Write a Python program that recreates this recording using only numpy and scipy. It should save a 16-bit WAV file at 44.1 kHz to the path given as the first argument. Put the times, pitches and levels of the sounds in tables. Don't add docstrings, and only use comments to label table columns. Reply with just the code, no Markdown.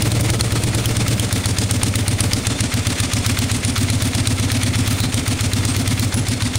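import sys
import numpy as np
from scipy import signal
from scipy.fft import rfft, irfft, next_fast_len
from scipy.io import wavfile
from scipy.ndimage import uniform_filter1d

SR = 44100
rng = np.random.default_rng(int(sys.argv[2]) if len(sys.argv) > 2 else 0)


def boost_factor(decibels):
    exponent = np.asarray(decibels, float) / 20
    return 10 ** exponent


def waveform_to_disk(signal):
    frames = np.transpose(np.atleast_2d(signal))
    scaled = np.clip(frames, -1, 1) * 32767
    samples = np.round(scaled).astype(np.int16)
    wavfile.write(sys.argv[1], SR, samples)


N = 290178

# (time [s], crank speed [rpm])
IDLE_RPM = [(0, 1200.6), (.2, 1342.7), (.46, 1023.6), (.82, 1104.9), (1.18, 1035.9), (1.26, 898.1),
            (1.82, 984.7), (2.32, 938.3), (2.38, 872.2), (3.46, 954.3), (3.58, 885.1), (3.76, 953.6),
            (4.64, 1002.3), (4.9, 984.3), (5.08, 837.9), (5.9, 1110.5), (6.02, 802.7), (6.58, 918.3)]
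FIRST_FIRING_CYCLES = .2305
# (time [s], delay [ms], crack [dB], intake [dB])
STUMBLES = [(.02, 0, 2, -3), (.12, .4, -3, 1), (.21, 0, -3, -18), (.3, -1.5, 0, 0), (.41, 1.7, 1, 0),
            (.52, -1, -1, -6), (1.2, 0, -1, -3), (1.83, -.9, 0, 0), (2.61, 1.2, 0, 0), (2.74, .8, -1, 2),
            (2.87, -2.4, 0, -1), (3.0, -1.4, 0, 0), (3.13, 1.5, 0, 1), (3.26, 1.8, 1, 0),
            (3.78, 2.5, -1, 3), (3.9, -1, 0, 0), (4.02, -4, 0, 0), (4.27, 0, 1, -2), (4.4, 3.4, -2, 0),
            (4.52, 2.4, 1, 0), (4.63, -2.5, 1, 0), (4.75, 0, -2, 2), (5.0, 0, 1, -3), (5.53, 1.4, 0, 1),
            (5.76, -1.5, -1, 2)]
# (time [s], place [0 front, 1 side, 2 tail])
WALK = [
    (1.08, 0),
    (1.3, 1),
    (2.5, 1),
    (3.4, 2),
]
# (time [s], crack [dB], garage return [dB], intake rasp [dB], valve gear [dB])
HEARD_DB = [(.1, -16, -35, -30, -27.5), (.9, -16, -31.5, -22.5, -27.5), (1.8, -12.5, -29, -21, -30),
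            (2.6, -14, -32.5, -19.5, -25), (3.6, -15, -28, -19, -28.5), (4.8, -17.5, -30.5, -21, -27),
            (6.4, -16.5, -29.5, -20.5, -28.5)]
# (time [s], share [0-1])
SHADE = [(0, 0.06), (1.7, 0.23), (2.3, 0.26), (2.7, 1), (3.3, 0.7), (4.5, 0.17), (5.1, 0.56), (5.7, 0.04),
         (6.3, 0.65)]
SHADED_LOW_DB, SHADED_HIGH_DB, OPEN_LOW_DB = -7, -8, -0.5
DRONE_DB, DRONE_FADE_S = 2.5, 0.52

# (frequency [Hz], level [dB])
GEAR_SPECTRUM = [(290, 7), (500, -1), (667, 2), (1100, -3.5), (1720, -4.5), (2050, -5.5), (2690, -3.5),
                 (3490, -6.5), (7270, -6.5), (9030, -7), (11900, -19), (15600, -17)]
# (frequency [Hz], width [Hz], level [dB])
CASES = [(1310, 180, -21.5), (2140, 450, -14.5), (3480, 69, -17), (4190, 27, -21), (8960, 170, -19)]
# (time [ms], gain [dB])
DUCK_DB = [(-19, -3.5), (-15.5, 2.5), (9, 0.5), (2, -13), (29.5, -4), (34.5, 5.5), (54, 1.5), (81, -2.5),
           (104, -1.5)]
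# (frequency [Hz], level [dB])
RUMBLE_SPECTRUM = [(20, -13), (40, -6.5), (70, -20), (110, -1), (160, -5), (250, -5.5), (400, -11),
                   (600, -13.5), (1000, -25.5), (2000, -48)]
# (time [ms], level [dB])
CHURN_DB = [(0, 11), (4, -19), (15, 3), (25, 2.5), (40, 0.5), (60, 1), (85, 4), (110, -0.5)]

# (frequency [Hz], level per Hz [dB])
SNAP_SPECTRUM = [(290, -50), (500, -8), (1390, -13), (3590, -0.5), (4860, -5), (6870, 3.5), (8280, -20),
                 (9030, -1.5), (15600, -15)]
# (time from firing [ms], level [dB])
SNAP_ENVELOPE = [(-22, -46), (-29, -28), (-30, -5.5), (-25.5, -1.5), (-24, -7), (5, -12), (12, -30)]
# (frequency [Hz], level per Hz [dB])
RASP_SPECTRUM = [(290, -44), (500, -15.5), (1200, 0.5), (2110, 2.5), (2810, 0), (4090, -1), (5150, -5),
                 (9030, -18.5), (11900, -44), (15600, -33)]
# (time from firing [ms], level [dB])
RASP_ENVELOPE = [(-38, -43), (-20.5, -11.5), (-14, 0), (-38, -1.5), (-1.5, -9.5), (15, -16)]

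# (frequency [Hz], level per Hz [dB])
CRACK_SPECTRUM = [(410, -38), (700, -11.5), (1450, -13.5), (2110, -12.5), (3160, -8), (4090, -6.5),
                  (7940, -8.5), (8920, -3.5), (12300, -14), (15600, -4.5)]
# (low [Hz], high [Hz])
JET_HZ = (4060, 8870)
# (time [s], frequency [Hz], extra level [dB])
WHISTLES = [(.86, 3160, 3), (1.197, 3160, 3), (1.585, 4900, -2), (2.206, 4870, -4), (2.332, 4800, 3),
            (2.606, 3560, -9), (3.648, 9470, 4), (5.003, 4040, 5), (5.651, 8400, -2), (6.142, 10330, 10),
            (6.555, 7740, -3)]
# (time [ms], level [dB])
RETURN_DB = [(0, -60), (6, -5), (10, 2), (15, -5), (23, -0.5), (32, 5), (42, -2.5), (52, 5.5), (65, -10.5),
             (95, -4)]

# (arrival [ms], frequency [Hz], rise [ms], front [dB], side [dB], tail [dB])
RINGS = [(-1.6, 213, 1.8, -22, -19, -23), (-2.6, 102, 9.4, -12, -12, -12),
         (3.4, 241, 1.9, -23, -30, -50), (7.1, 345, 9.2, -29, -34, -36),
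         (7.5, 184, 15.4, -24, -21, -25), (7.9, 154, 15.6, -23, -25, -35),
         (13.3, 300, 12.0, -24, -29, -50), (13.7, 274, 25.6, -50, -29, -25),
         (14.8, 52, 16.9, -31, -30, -25), (18.7, 104, 13.5, -16, -26, -50),
         (21.9, 244, 11.6, -29, -21, -18), (24.6, 449, 6.1, -30, -32, -50),
         (26.8, 186, 11.2, -19, -24, -35),
         (29.4, 96, 6.4, -50, -26, -18.5), (29.9, 64, 16.5, -22.5, -25, -26),
              (42.9, 142, 7.5, -25, -22, -21), (45.2, 109, 10, -12, -30, -22),
              (45.5, 102, 10, -50, -15.5, -20), (76.6, 200, 3.8, -18, -23, -39),
              (84.2, 264, 8.6, -50, -29, -24), (86.0, 107, 7.9, -29, -34, -30),
              (98.0, 194, 3.7, -27, -32, -28)]
# (arrival [ms], frequency [Hz], rise [ms], front [dB], side [dB],
# tail [dB])
AFTERSWING = (55, 95, 12, -25, -19.5, -17.5)
USUAL_CYCLE_MS, SWING_LAG = 125, .35

# (frequency [Hz], width [Hz], level [dB])
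TANK_HUM = [(458, 70, -40), (592, 36, -44.5)]
# (start [s], end [s], frequency [Hz], level [dB])
SINGING_TONES = [
    (1.58, 1.66, 5000, -37),
    (2.42, 2.72, 3520, -43),
    (5.656, 5.754, 8400, -32),
    (6.15, 6.208, 10100, -52),
]
EDGE_HZ = 15750


def evened(x):
    return x / np.sqrt(np.mean(x ** 2) + 1e-20)


def smooth_noise(count, samples):
    return evened(uniform_filter1d(rng.standard_normal(count), samples))


def coloured(x, points):
    hz, db = np.transpose(points)
    size = next_fast_len(len(x))
    gain = boost_factor(np.interp(np.log(np.fft.rfftfreq(size, 1 / SR) + 1), np.log(hz), db))
    return evened(irfft(rfft(x, size) * gain, size)[:len(x)])


def resonate(x, hz, width_hz):
    return signal.lfilter(*signal.iirpeak(hz, hz / width_hz, SR), x)


def ring_twice(x, hz, width_hz):
    return evened(resonate(resonate(x, hz, width_hz), hz, width_hz))


def add(mix, s, sound):
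    at = round(s * SR)
    sound = sound[max(-at, 0):]
    part = mix[max(at, 0):][:len(sound)]
    part += sound[:len(part)]


def stumble(s, column):
    rows = np.array(STUMBLES)
    near = abs(s[:, None] - rows[:, 0]) < .04
    return near @ rows[:, column]


def cycles():
    s, rpm = np.transpose(IDLE_RPM)
    lead = SR // 10
    t = np.arange(-lead, N) / SR
    count = np.cumsum(np.interp(t, s, rpm)) / 120 / SR
    count -= count[lead] + FIRST_FIRING_CYCLES
    times = np.interp(np.arange(-1, count[-1]), count, t)
    return times + stumble(times, column=1) / 1000


def place(s):
    return np.interp(s, *np.transpose(WALK))


def heard(s, column, spread_db):
    rows = np.array(HEARD_DB)
    return np.interp(s, rows[:, 0], rows[:, column]) + spread_db * rng.standard_normal(len(s))


def since_firing(table):
    ms, db = np.transpose(table)
    starts = cycles() + ms[0] / 1000
    t = np.arange(N) / SR
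    latest = starts[np.searchsorted(starts, t) - 1]
    return np.interp((t - latest) * 1000 + ms[0], ms, db)


def metal(x, drift=0.022, swell_db=3.0):
    out = x
    for hz, width_hz, db in CASES:
        swell = smooth_noise(N, 3000)
        flat, sharp = [evened(resonate(x, hz * (1 + side * drift), width_hz)) for side in (-1, 1)]
        lean = np.clip(.5 + .5 * smooth_noise(N, 6000), 0, 1)
        out = out + boost_factor(db + swell_db * swell) * (lean * flat + (1 - lean) * sharp)
    return evened(out)


def valve_gear(ticks_per_s=900, tick_db=-6, spread_db=-0.5, patchy_db=1.5):
    times = cycles()
    struck = rng.random(N) < ticks_per_s / SR
    sizes = boost_factor(spread_db * np.minimum(rng.exponential(1, N), 2.5))
    ticks = struck * rng.choice([-1, 1], N) * sizes
    hiss = metal(coloured(rng.standard_normal(N) + boost_factor(tick_db) * evened(ticks), GEAR_SPECTRUM))
    flicker_db = patchy_db * smooth_noise(N, 500)
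    level_db = np.interp(np.arange(N) / SR, times + 0.14, heard(times, column=4, spread_db=.5))
    return boost_factor(level_db + flicker_db) * hiss


def rumble(level_db=-32):
    return boost_factor(level_db + since_firing(CHURN_DB)) * coloured(rng.standard_normal(N), RUMBLE_SPECTRUM)


def intake(snap_db=-4.5, rasp_db=-1.0, grit_db=3.0):
    times, out = cycles(), np.zeros(N)
    efforts_db = heard(times, column=3, spread_db=0.9) + stumble(times, column=3)
    parts = ((SNAP_SPECTRUM, SNAP_ENVELOPE, snap_db), (RASP_SPECTRUM, RASP_ENVELOPE, rasp_db))
    for spectrum, envelope, db in parts:
        ms = np.arange(envelope[0][0], envelope[-1][0], 1000 / SR)
        shape_db = np.interp(ms, *np.transpose(envelope))
        gate = np.zeros(N)
        for s, effort_db in zip(times, efforts_db):
            add(gate, s + ms[0] / 1000, boost_factor(effort_db + db + shape_db))
        grit = boost_factor(grit_db * smooth_noise(N, 50))
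        out += gate * metal(coloured(rng.standard_normal(N) * grit, spectrum))
    return out


def cracks(tail_db=-14, top_db=7.0, hidden_db=2.0, tail_ms=9.2, dull_hz=9000, peak_db=1.5, back_db=2.5):
    whistle_db, width_hz, lumps_db, rise_ms = -11, 600, 1.5, 1.2
    out, size = np.zeros(N), round(.1 * SR)
    ms = np.arange(size) * 1000 / SR
    times, (when, own_hz, more_db) = cycles(), np.transpose(WHISTLES)
    cracks_db = heard(times, column=1, spread_db=.5) + stumble(times, column=2)
    returns_db = heard(times, column=2, spread_db=.7)
    low_hz, high_hz = JET_HZ
    absorbed = signal.butter(1, dull_hz, fs=SR)
    u = ms / rise_ms / 2
    burst = (u * np.exp(1 - u)) ** 3
    envelope = burst + boost_factor(tail_db) * np.exp(-ms / tail_ms) * (ms > rise_ms)
    for s, crack_db, return_db in zip(times, cracks_db, returns_db):
        own = abs(when - s) < .02
        extra_db = more_db @ own
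        jet_hz = high_hz if rng.random() < .6 - .2 * place(s) else low_hz
        jet_hz *= 1 + .03 * rng.standard_normal()
        hz = own @ own_hz or jet_hz
        lumps = np.c_[np.geomspace(1500, 15000, num=14), lumps_db * rng.standard_normal(14)]
        lumps[-2:, 1] -= top_db * rng.random() * np.array([1, 2]) + hidden_db * (1 - place(s) / 2)
        plain = coloured(coloured(rng.standard_normal(size), CRACK_SPECTRUM), lumps)
        jet = evened(plain + boost_factor(whistle_db + extra_db) * ring_twice(plain, hz, width_hz))
        walls = boost_factor(np.interp(ms - 3, *np.transpose(RETURN_DB)) + 0.83 * smooth_noise(size, 40))
        source = jet if extra_db > 3 else plain
        echo = signal.lfilter(*absorbed, source[::-1] * walls)
        echo = echo / echo[size // 4:size // 2].std()
        lag_s = .0018 * min(place(s), 1) - .0028
        puff = boost_factor(crack_db + peak_db) * jet * envelope
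        add(out, s + lag_s, puff + boost_factor(return_db + back_db) * echo)
    return out


def thumps(wander=.003, spread_db=.5):
    out, ms = np.zeros(N), np.arange(-3, 160, 1000 / SR)
    rings = np.vstack([RINGS, [AFTERSWING]])
    arrival, hz, rise = rings[:, :3].T[:, :, None]
    sign = np.where(rings[:, 0] < 0, -1, 1)
    is_swing = np.arange(len(rings))[:, None] == len(rings) - 1
    late = np.clip(rings[:, 0] / 40, 0, 1)
    times = cycles()
    lengths_s = np.diff(times, append=times[-1] + USUAL_CYCLE_MS / 1000)
    for s, cycle_s in zip(times, lengths_s):
        stretch, *luck = rng.standard_normal(len(rings) + 1)
        lag_ms = is_swing * SWING_LAG * (1000 * cycle_s - USUAL_CYCLE_MS)
        u = np.maximum(ms * (1 + wander * stretch) - arrival - lag_ms, 0)
        size = sign * np.array([np.interp(place(s), (0, 1, 2), boost_factor(r[3:])) for r in rings])
        size *= boost_factor(spread_db * np.array(luck) * late)
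        waves = u / rise * np.exp(1 - u / rise) * np.sin(2 * np.pi * hz * u / 1000)
        add(out, s + ms[0] / 1000, size @ waves)
    return out


def tank(thump, fade_db=-11.0):
    gas = 0.47 * rng.standard_normal(N) * boost_factor(since_firing(CHURN_DB)) / 8
    shake = evened(np.gradient(np.gradient(thump))) + gas
    hum = sum(boost_factor(db) * ring_twice(shake, hz, width_hz) for hz, width_hz, db in TANK_HUM)
    return hum * boost_factor(fade_db * np.maximum(place(np.arange(N) / SR) - 1, 0))


def singing_tones(width_hz=350):
    out = np.zeros(N)
    for start_s, end_s, hz, db in SINGING_TONES:
        noise = rng.standard_normal(N // 16)[:round((end_s - start_s) * SR)]
        buzz = ring_twice(noise, hz, width_hz)
        add(out, start_s, boost_factor(db) * buzz * signal.windows.tukey(len(buzz), .5))
    return out


def heard_from_place(x, sway_db=2.0):
    t = np.arange(N) / SR
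    shade = np.interp(t, *np.transpose(SHADE))
    sway = smooth_noise(N, 4000)
    low_db = OPEN_LOW_DB + SHADED_LOW_DB * shade + DRONE_DB * np.exp(-t / DRONE_FADE_S)
    high_db = SHADED_HIGH_DB * shade + sway_db * sway
    low = signal.sosfiltfilt(signal.butter(2, 900, "low", fs=SR, output="sos"), x)
    high = signal.sosfiltfilt(signal.butter(3, 11000, "high", fs=SR, output="sos"), x)
    return x + (boost_factor(low_db) - 1) * low + (boost_factor(high_db) - 1) * high


def scene():
    steady = boost_factor(since_firing(DUCK_DB)) * (valve_gear() + singing_tones())
    noises = steady + intake() + cracks()
    thump = thumps()
    return (rumble() + thump + tank(thump) + heard_from_place(noises))[None]


def band_limit(x):
    return signal.sosfilt(signal.butter(12, 16640, fs=SR, output="sos"), x)


def record(dry):
    limited = 0.72 * np.tanh(dry / 0.7)
    lowpass = signal.firwin(301, EDGE_HZ, window=("kaiser", 8), fs=SR)
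    narrow = signal.oaconvolve(limited, lowpass[None], "same")
    return band_limit(narrow)


dry = scene()
out = record(dry)
waveform_to_disk(out)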